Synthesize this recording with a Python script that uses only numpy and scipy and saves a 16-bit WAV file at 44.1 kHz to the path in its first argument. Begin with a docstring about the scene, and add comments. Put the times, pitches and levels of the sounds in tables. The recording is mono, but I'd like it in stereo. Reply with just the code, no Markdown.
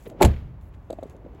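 """A car door slams outdoors, about a metre away, over a low rumble and hiss of shaped noise that never stops.
First come faint knocks of gliding sines, ticks of struck metal modes, and rustle and thrum of banded noise.
At 0.2 s latch and edge blows excite panel modes and a noisy rattle, then squeezed air makes the cabin boom.
A tail of decaying noise bands dies away; knocks, ticks and rustle follow as the mechanism settles.
Two microphone ports hear the door and its mechanism with a small lag, the air and rustle diffusely."""
import sys
import numpy as np
from scipy import signal
from scipy.fft import rfft, irfft
from scipy.io import wavfile
from scipy.ndimage import uniform_filter1d

SR = 44100
rng = np.random.default_rng(int(sys.argv[2]) if len(sys.argv) > 2 else 0)


def transcribe(signal):
    """Save signal, clipped to [-1, 1], as a 16-bit WAV file at the path in sys.argv[1]."""
    frames = np.atleast_2d(signal).T
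    limited = np.clip(frames, -1, 1)
    pcm = np.round(limited * 32767).astype(np.int16)
    wavfile.write(sys.argv[1], SR, pcm)


N = 61739
T = np.arange(N) / SR  # time in s
F = np.fft.rfftfreq(N, 1 / SR)  # frequency in Hz

# Latch and edge blows on the door panel:
# start_s, panel_level_db, rattle_level_db, rattle_t60_s, contact_s
BLOWS = [(0.203, -22, -55.5, 0.059, 0.00044), (.2106, -3.5, -34, 0.069, 0.00029),
         (0.2153, -11, -32, 0.055, 0.00043), (0.221, -11.5, -15.5, 0.059, .0008),
         (0.2273, -9, -18.5, 0.068, 0.00062), (.2325, -9.5, -46.5, .04, 0.00054),
         (0.2389, -9, -70, 0.024, 0.00063), (0.2494, -21, -14, 0.04, .0006),
         (0.2527, -13, -35, 0.076, 0.00098)]
# Level of the left port over the right for sound from the door: frequency_hz, difference_db
DOOR_PAN = [(60, -2.5), (110, 3), (200, 2), (380, 2.5), (700, 7), (1290, 6.5), (2380, 2.5), (4400, 3),
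            (8120, 11.5), (15000, 15.5)]
DOOR_LAG_S = 0.00031  # right port late


def undb(db):
    """Amplitude ratio: a level in dB is 20 times its base-10 logarithm."""
    return 10 ** (np.asarray(db) / 20)


def over_hz(table):
    """Spectrum envelope: values interpolated linearly over log frequency."""
    hz, value = np.array(table, float).T
    return np.interp(np.log(F + 1), np.log(hz), value)


def noise(gain):
    """Filtered white noise: a gain per frequency colours it; the rms is set to 1."""
    x = irfft(rfft(rng.standard_normal(N)) * gain, N)
    return x / x.std()


def band(lo_hz, hi_hz):
    """Band-pass response: gain per frequency with soft edges."""
    return 1 / np.sqrt((1 + (lo_hz / (F + 1)) ** 6) * (1 + (F / hi_hz) ** 6))


def walk(rate_hz):
    """Random modulation: levels held for one period, then smoothed, with spread 1."""
    held = int(SR / rate_hz)
    x = uniform_filter1d(rng.standard_normal(N)[np.arange(N) // held], held)
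    return x / x.std()


def fade(start, t60):
    """Exponential decay: zero before the start, then 60 dB lost in every t60."""
    return (T >= start) * np.exp(-np.log(1000) * np.maximum(T - start, 0) / t60)


def push(start, length):
    """Contact impulse: a half-sine force of area 1, whose length limits the treble it excites."""
    x = np.sin(np.pi * np.clip((T - start) / length, 0, 1))
    return x / x.sum()


def ring(force, modes, step=-1):
    """Modal superposition: a force drives decaying sines, each mode's weight scaled by step over the last."""
    body = 0
    for k, (hz, db, t60) in enumerate(modes):
        body = body + step ** k * undb(db) * fade(0, t60) * np.sin(2 * np.pi * hz * T)
    return signal.fftconvolve(force, body)[:N]


def ports(left, right, lag_s, pan):
    """Interaural-type cues: half the level and time difference goes to each port; positive lag is right late."""
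    half = undb(over_hz(pan) / 2) * np.exp(1j * np.pi * F * lag_s)
    return np.array([irfft(rfft(left) * half, N), irfft(rfft(right) / half, N)])


def diffuse(gain):
    """Diffuse-field coherence: noise alike at both ports in the bass, unrelated above."""
    alike_hz = 520
    apart = 1 / np.sqrt(1 + (alike_hz / (F + 1)) ** 2)
    mid, side = rng.standard_normal((2, N))
    pair = np.array([irfft((rfft(mid) + way * apart * rfft(side)) * gain, N) for way in (1, -1)])
    return pair / pair.std()


def air():
    """Broadband ambient noise: outdoor rumble and hiss, diffuse and slowly modulated in level."""
    # Noise spectrum: frequency_hz, density_db (per Hz, relative)
    air_spectrum = [(25, -23), (50, 5.5), (90, -0.5), (125, -4), (250, -12), (500, -19), (800, -20.5),
                    (1050, -23), (1400, -29.5), (2200, -35), (4000, -48), (8000, -60), (16000, -59.5)]
    # Left port over right: frequency_hz, difference_db
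    air_pan = [(60, -2.5), (110, 0.5), (200, 1), (380, -0.5), (700, 0), (1290, 2), (2380, 2), (4400, 3),
               (8120, 0.0), (15000, 9)]
    level_db, swell_db = -46, 1.2
    return ports(*diffuse(undb(over_hz(air_spectrum))), 0, air_pan) * undb(level_db + swell_db * walk(6.15))


def rustle():
    """Amplitude-modulated noise: three diffuse bands follow level curves roughened by random grain."""
    # Level curves: time_s, middle_db, treble_db, top_db
    rustle_levels = np.array([(0, -58, -63, -78), (.02, -68.5, -65, -65), (.05, -65.5, -63, -64),
                              (.062, -47.5, -66.5, -69.5), (0.072, -55.5, -76, -66),
                              (0.077, -56, -66, -52.5), (.089, -81, -92, -55), (.095, -57.5, -75, -69),
                              (.15, -76, -85, -84), (0.197, -59, -99, -90), (0.211, -35, -99.5, -101),
                              (.6, -85, -95, -95.5), (.615, -72.5, -78.5, -73), (.69, -80, -84, -71),
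                              (.71, -95.5, -94, -92), (.745, -59, -80, -80.5), (.77, -87, -87, -89),
                              (1.09, -65.5, -76, -90), (1.12, -68, -71.5, -74), (1.18, -92.5, -91.5, -99),
                              (1.4, -66, -93, -96.5)])
    # Bands of middle, treble and top: low_hz, high_hz
    rustle_bands = [(1200, 2630), (5500, 10300), (10000, 21400)]
    grain_db = 2.5
    out = 0
    for curve_db, edges_hz in zip(rustle_levels.T[1:], rustle_bands):
        level_db = np.interp(T, rustle_levels[:, 0], curve_db) + grain_db * walk(500)
        out = out + undb(level_db) * diffuse(band(*edges_hz))
    return out


def thrum():
    """Low-mid noise under a level envelope, strong while the door swings, arriving from the door."""
    # Level curve: time_s, level_db
    thrum_levels = np.array([(0, -53), (.05, -61), (0.063, -43.5), (.12, -45.5), (0.202, -40.5),
                             (.21, -71.5), (.85, -82), (.92, -56.5), (1.101, -52), (1.25, -52), (1.4, -53)])
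    low_noise = undb(np.interp(T, thrum_levels[:, 0], thrum_levels[:, 1])) * noise(band(97, 570))
    return ports(low_noise, low_noise, DOOR_LAG_S, DOOR_PAN)


def knocks():
    """Damped impact as a frequency glide: a few cycles over a low body, with a faint noisy edge."""
    # Dull knocks: start_s, level_db, start_pitch_hz, target_pitch_hz (approached, not reached), length_s
    knock_list = [(0.067, -32, 518, 390, 0.015), (.113, -39.5, 693, 520, 0.027),
                  (0.131, -39, 500, 404.4, 0.0089), (0.186, -42.5, 510, 467, 0.0071),
                  (0.901, -25.5, 741, 308, 0.0073), (.907, -22, 597, 600, 0.0065),
                  (0.916, -37.5, 590, 600, 0.017), (.927, -31.5, 456, 450, .005),
                  (.9305, -25.5, 669, 560, 0.0084), (0.9863, -28.5, 740, 580, 0.012),
                  (1.027, -25.5, 723, 357, 0.0066), (1.0346, -28.5, 625, 592, 0.009),
                  (1.055, -35.5, 526, 300, 0.0132), (1.147, -40.5, 656, 250, 0.018),
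                  (1.248, -32.5, 324, 262.5, 0.01), (1.262, -35, 650, 334, 0.011),
                  (1.351, -42, 402, 313, 0.011)]
    rise_power = 0.42  # below 1 puts the peak early in the knock
    body_hz, body_db, edge_db = 291, -7.5, -25.5
    out, edge = 0, noise(band(900, 1730))
    for start, db, start_hz, target_hz, length in knock_list:
        u = np.clip((T - start) / length, 0, 1)
        shape = np.sin(np.pi * u ** rise_power)
        # integral of a pitch that nears its target exponentially
        cycles = length * (target_hz * u + (start_hz - target_hz) * (1 - np.exp(-2 * u)) / 2)
        glide = np.sin(2 * np.pi * cycles)
        body = undb(body_db) * np.sin(2 * np.pi * body_hz * length * u)
        out = out + undb(db) * shape * (glide - body + undb(edge_db) * edge)
    return out


def ticks():
    """Impulse response of small metal modes, plus a noise crack with a fast and a slow decay."""
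    # Ticks: start_s, ring_level_db (relative force), crack_level_db
    tick_list = [(0.055, -67, -56), (0.0644, -66, -60), (0.0998, -60, -46), (0.612, -74.5, -61),
                 (0.7492, -64, -63), (0.9049, -34, -47.5), (.9285, -35.5, -46), (1.0322, -41, -48),
                 (1.079, -69, -67), (1.0979, -54, -48.5), (1.106, -67.5, -66), (1.166, -70, -63),
                 (1.348, -69, -59.5)]
    # Metal modes: frequency_hz, level_db (relative), t60_s
    tick_modes = [(3850, -2, .008), (4650, -22, .07), (6500, -13, .012), (8000, -3, .007), (7990, -20, .08),
                  (8090, -27, .07), (10400, -9, .01), (12900, -7, .006)]
    crack_t60_s, tail_t60_s, tail_db = 0.0063, 0.082, -15.5
    force, crack = 0, 0
    for start, ring_db, crack_db in tick_list:
        force = force + undb(ring_db) * push(start, 0.00006)
        decay = fade(start, crack_t60_s) + undb(tail_db) * fade(start, tail_t60_s)
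        crack = crack + undb(crack_db) * decay
    return ring(force, tick_modes) / 2 + noise(band(1200, 15800)) * crack


def mechanism():
    """Common source position: knocks and ticks share one lag and level difference, left port late."""
    # Left port over right: frequency_hz, difference_db
    knock_pan = [(60, -4), (110, -7.5), (200, -2), (380, -0.5), (700, 0.5), (1290, 7.5), (2380, 8),
                 (4400, 10), (8120, 4), (15000, -8)]
    out = knocks() + ticks()
    return ports(out, out, -0.00027, knock_pan)


def tail():
    """Frequency-dependent decay: the slam dies away in body and surroundings as diffuse octave bands."""
    # Octave bands: centre_hz, level_db (before rise and decay), t60_s
    tail_bands = [(45.6, -37, 1.52), (83.4, -31.5, 1.72), (180, -34.5, .4), (362, -18.5, 0.24),
                  (710, -30.5, 0.2294), (1000, -57, 0.53), (2000, -40, .17), (1470, -46, 0.32),
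                  (2670, -49.5, .4), (5550, -44.5, 0.16), (11070, -53.5, .45)]
    start_s, rise_s = 0.23, 0.0081
    rise = 1 - np.exp(-np.maximum(T - start_s, 0) / rise_s)
    out = 0
    for hz, db, t60 in tail_bands:
        octave = diffuse(band(hz / np.sqrt(2), hz * np.sqrt(2)))
        out = out + undb(db) * rise * fade(start_s, t60) * octave
    return out


def cabin():
    """Cavity resonance: the seal squeezes the cabin air, the door springs back, and the air modes boom."""
    # Pushes on the air: start_s, level_db (relative force), direction (signed factor), length_s
    push_list = [(.2425, -10, 0.71, 0.0048), (0.2492, -7.5, -0.86, 0.0054), (0.2571, -6, 0.89, 0.0034),
                 (0.2644, -9.5, -0.8, 0.0033), (0.269, -13.5, 1, 0.0018)]
    # Air modes: frequency_hz, level_db (relative), t60_s
    cabin_modes = [(37.4, 0, 0.44), (56.5, -1.5, 0.17), (73.54, -2.5, 0.25), (110.7, 5.5, 0.16),
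                   (133.5, 2.5, 0.19), (209.3, -4.5, .2)]
    force = sum(way * undb(db) * push(start, length) for start, db, way, length in push_list)
    return ring(force, cabin_modes, step=0.97) / 2  # all modes start the same way


def rattle():
    """Partly coherent noise bursts: each blow sets off a decaying, grainy rattle, one signal per port."""
    # Noise spectrum: frequency_hz, density_db (per Hz, relative)
    rattle_spectrum = [(700, 3.5), (1200, -5.5), (2200, -3.5), (3000, -9.5), (4200, -7.5), (5700, -19),
                       (7100, -14.5), (9500, -18), (12000, -22), (16000, -32.5)]
    grain_db, unrelated = 2.5, 0.98  # unrelated: share of power not common to the ports
    gain = undb(over_hz(rattle_spectrum))
    shape = sum(undb(db) * fade(start, t60) for start, _, db, t60, _ in BLOWS)
    shape = shape * undb(grain_db * walk(900))
    common = np.sqrt(1 - unrelated) * noise(gain)
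    return [shape * (common + np.sqrt(unrelated) * noise(gain)) for _ in range(2)]


def panel():
    """Modal response of a struck plate: neighbouring panel modes swing in opposite directions."""
    # Panel modes: frequency_hz, level_db (relative), t60_s
    panel_modes = [(185, -11.5, 0.16), (292.8, -1, 0.045), (383.4, 0.5, 0.11), (495, -7.5, 0.053),
                   (570, -2, 0.056), (698.8, -2.5, 0.15), (869.6, 3.5, 0.054), (1088, -9, 0.047),
                   (1360, -4.5, 0.029)]
    force = sum(undb(db) * push(start, contact) for start, db, _, _, contact in BLOWS)
    return ring(force, panel_modes) / 2


def door():
    """Superposition of the slam: panel and boom alike at both ports, rattle mostly not, then the tail."""
    solid = panel() + cabin()
    left_rattle, right_rattle = rattle()
    return ports(solid + left_rattle, solid + right_rattle, DOOR_LAG_S, DOOR_PAN) + tail()


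def scene():
    """Linear superposition of all sources at the two ports."""
    return air() + rustle() + thrum() + mechanism() + door()


def record(dry):
    """Saturation and filtering: peaks round off, the left port supplies both trebles, the top is cut."""
    headroom, shared_hz, shared_lag_s, top_hz = 1.7, 6500, 0.000219, 16000
    left, right = rfft(headroom * np.tanh(dry / headroom), axis=1)
    shared = 1 / (1 + (shared_hz / (F + 1)) ** 16)
    # the shared treble is inverted and early on the right
    left_early = left * np.exp(2j * np.pi * F * shared_lag_s)
    right = np.sqrt(1 - shared) * right - np.sqrt(shared) * left_early
    both = irfft(np.array([left, right]), N, axis=1)
    return signal.sosfilt(signal.ellip(10, 0.2, 80, top_hz, fs=SR, output="sos"), both)


dry = scene()
out = record(dry)
transcribe(out)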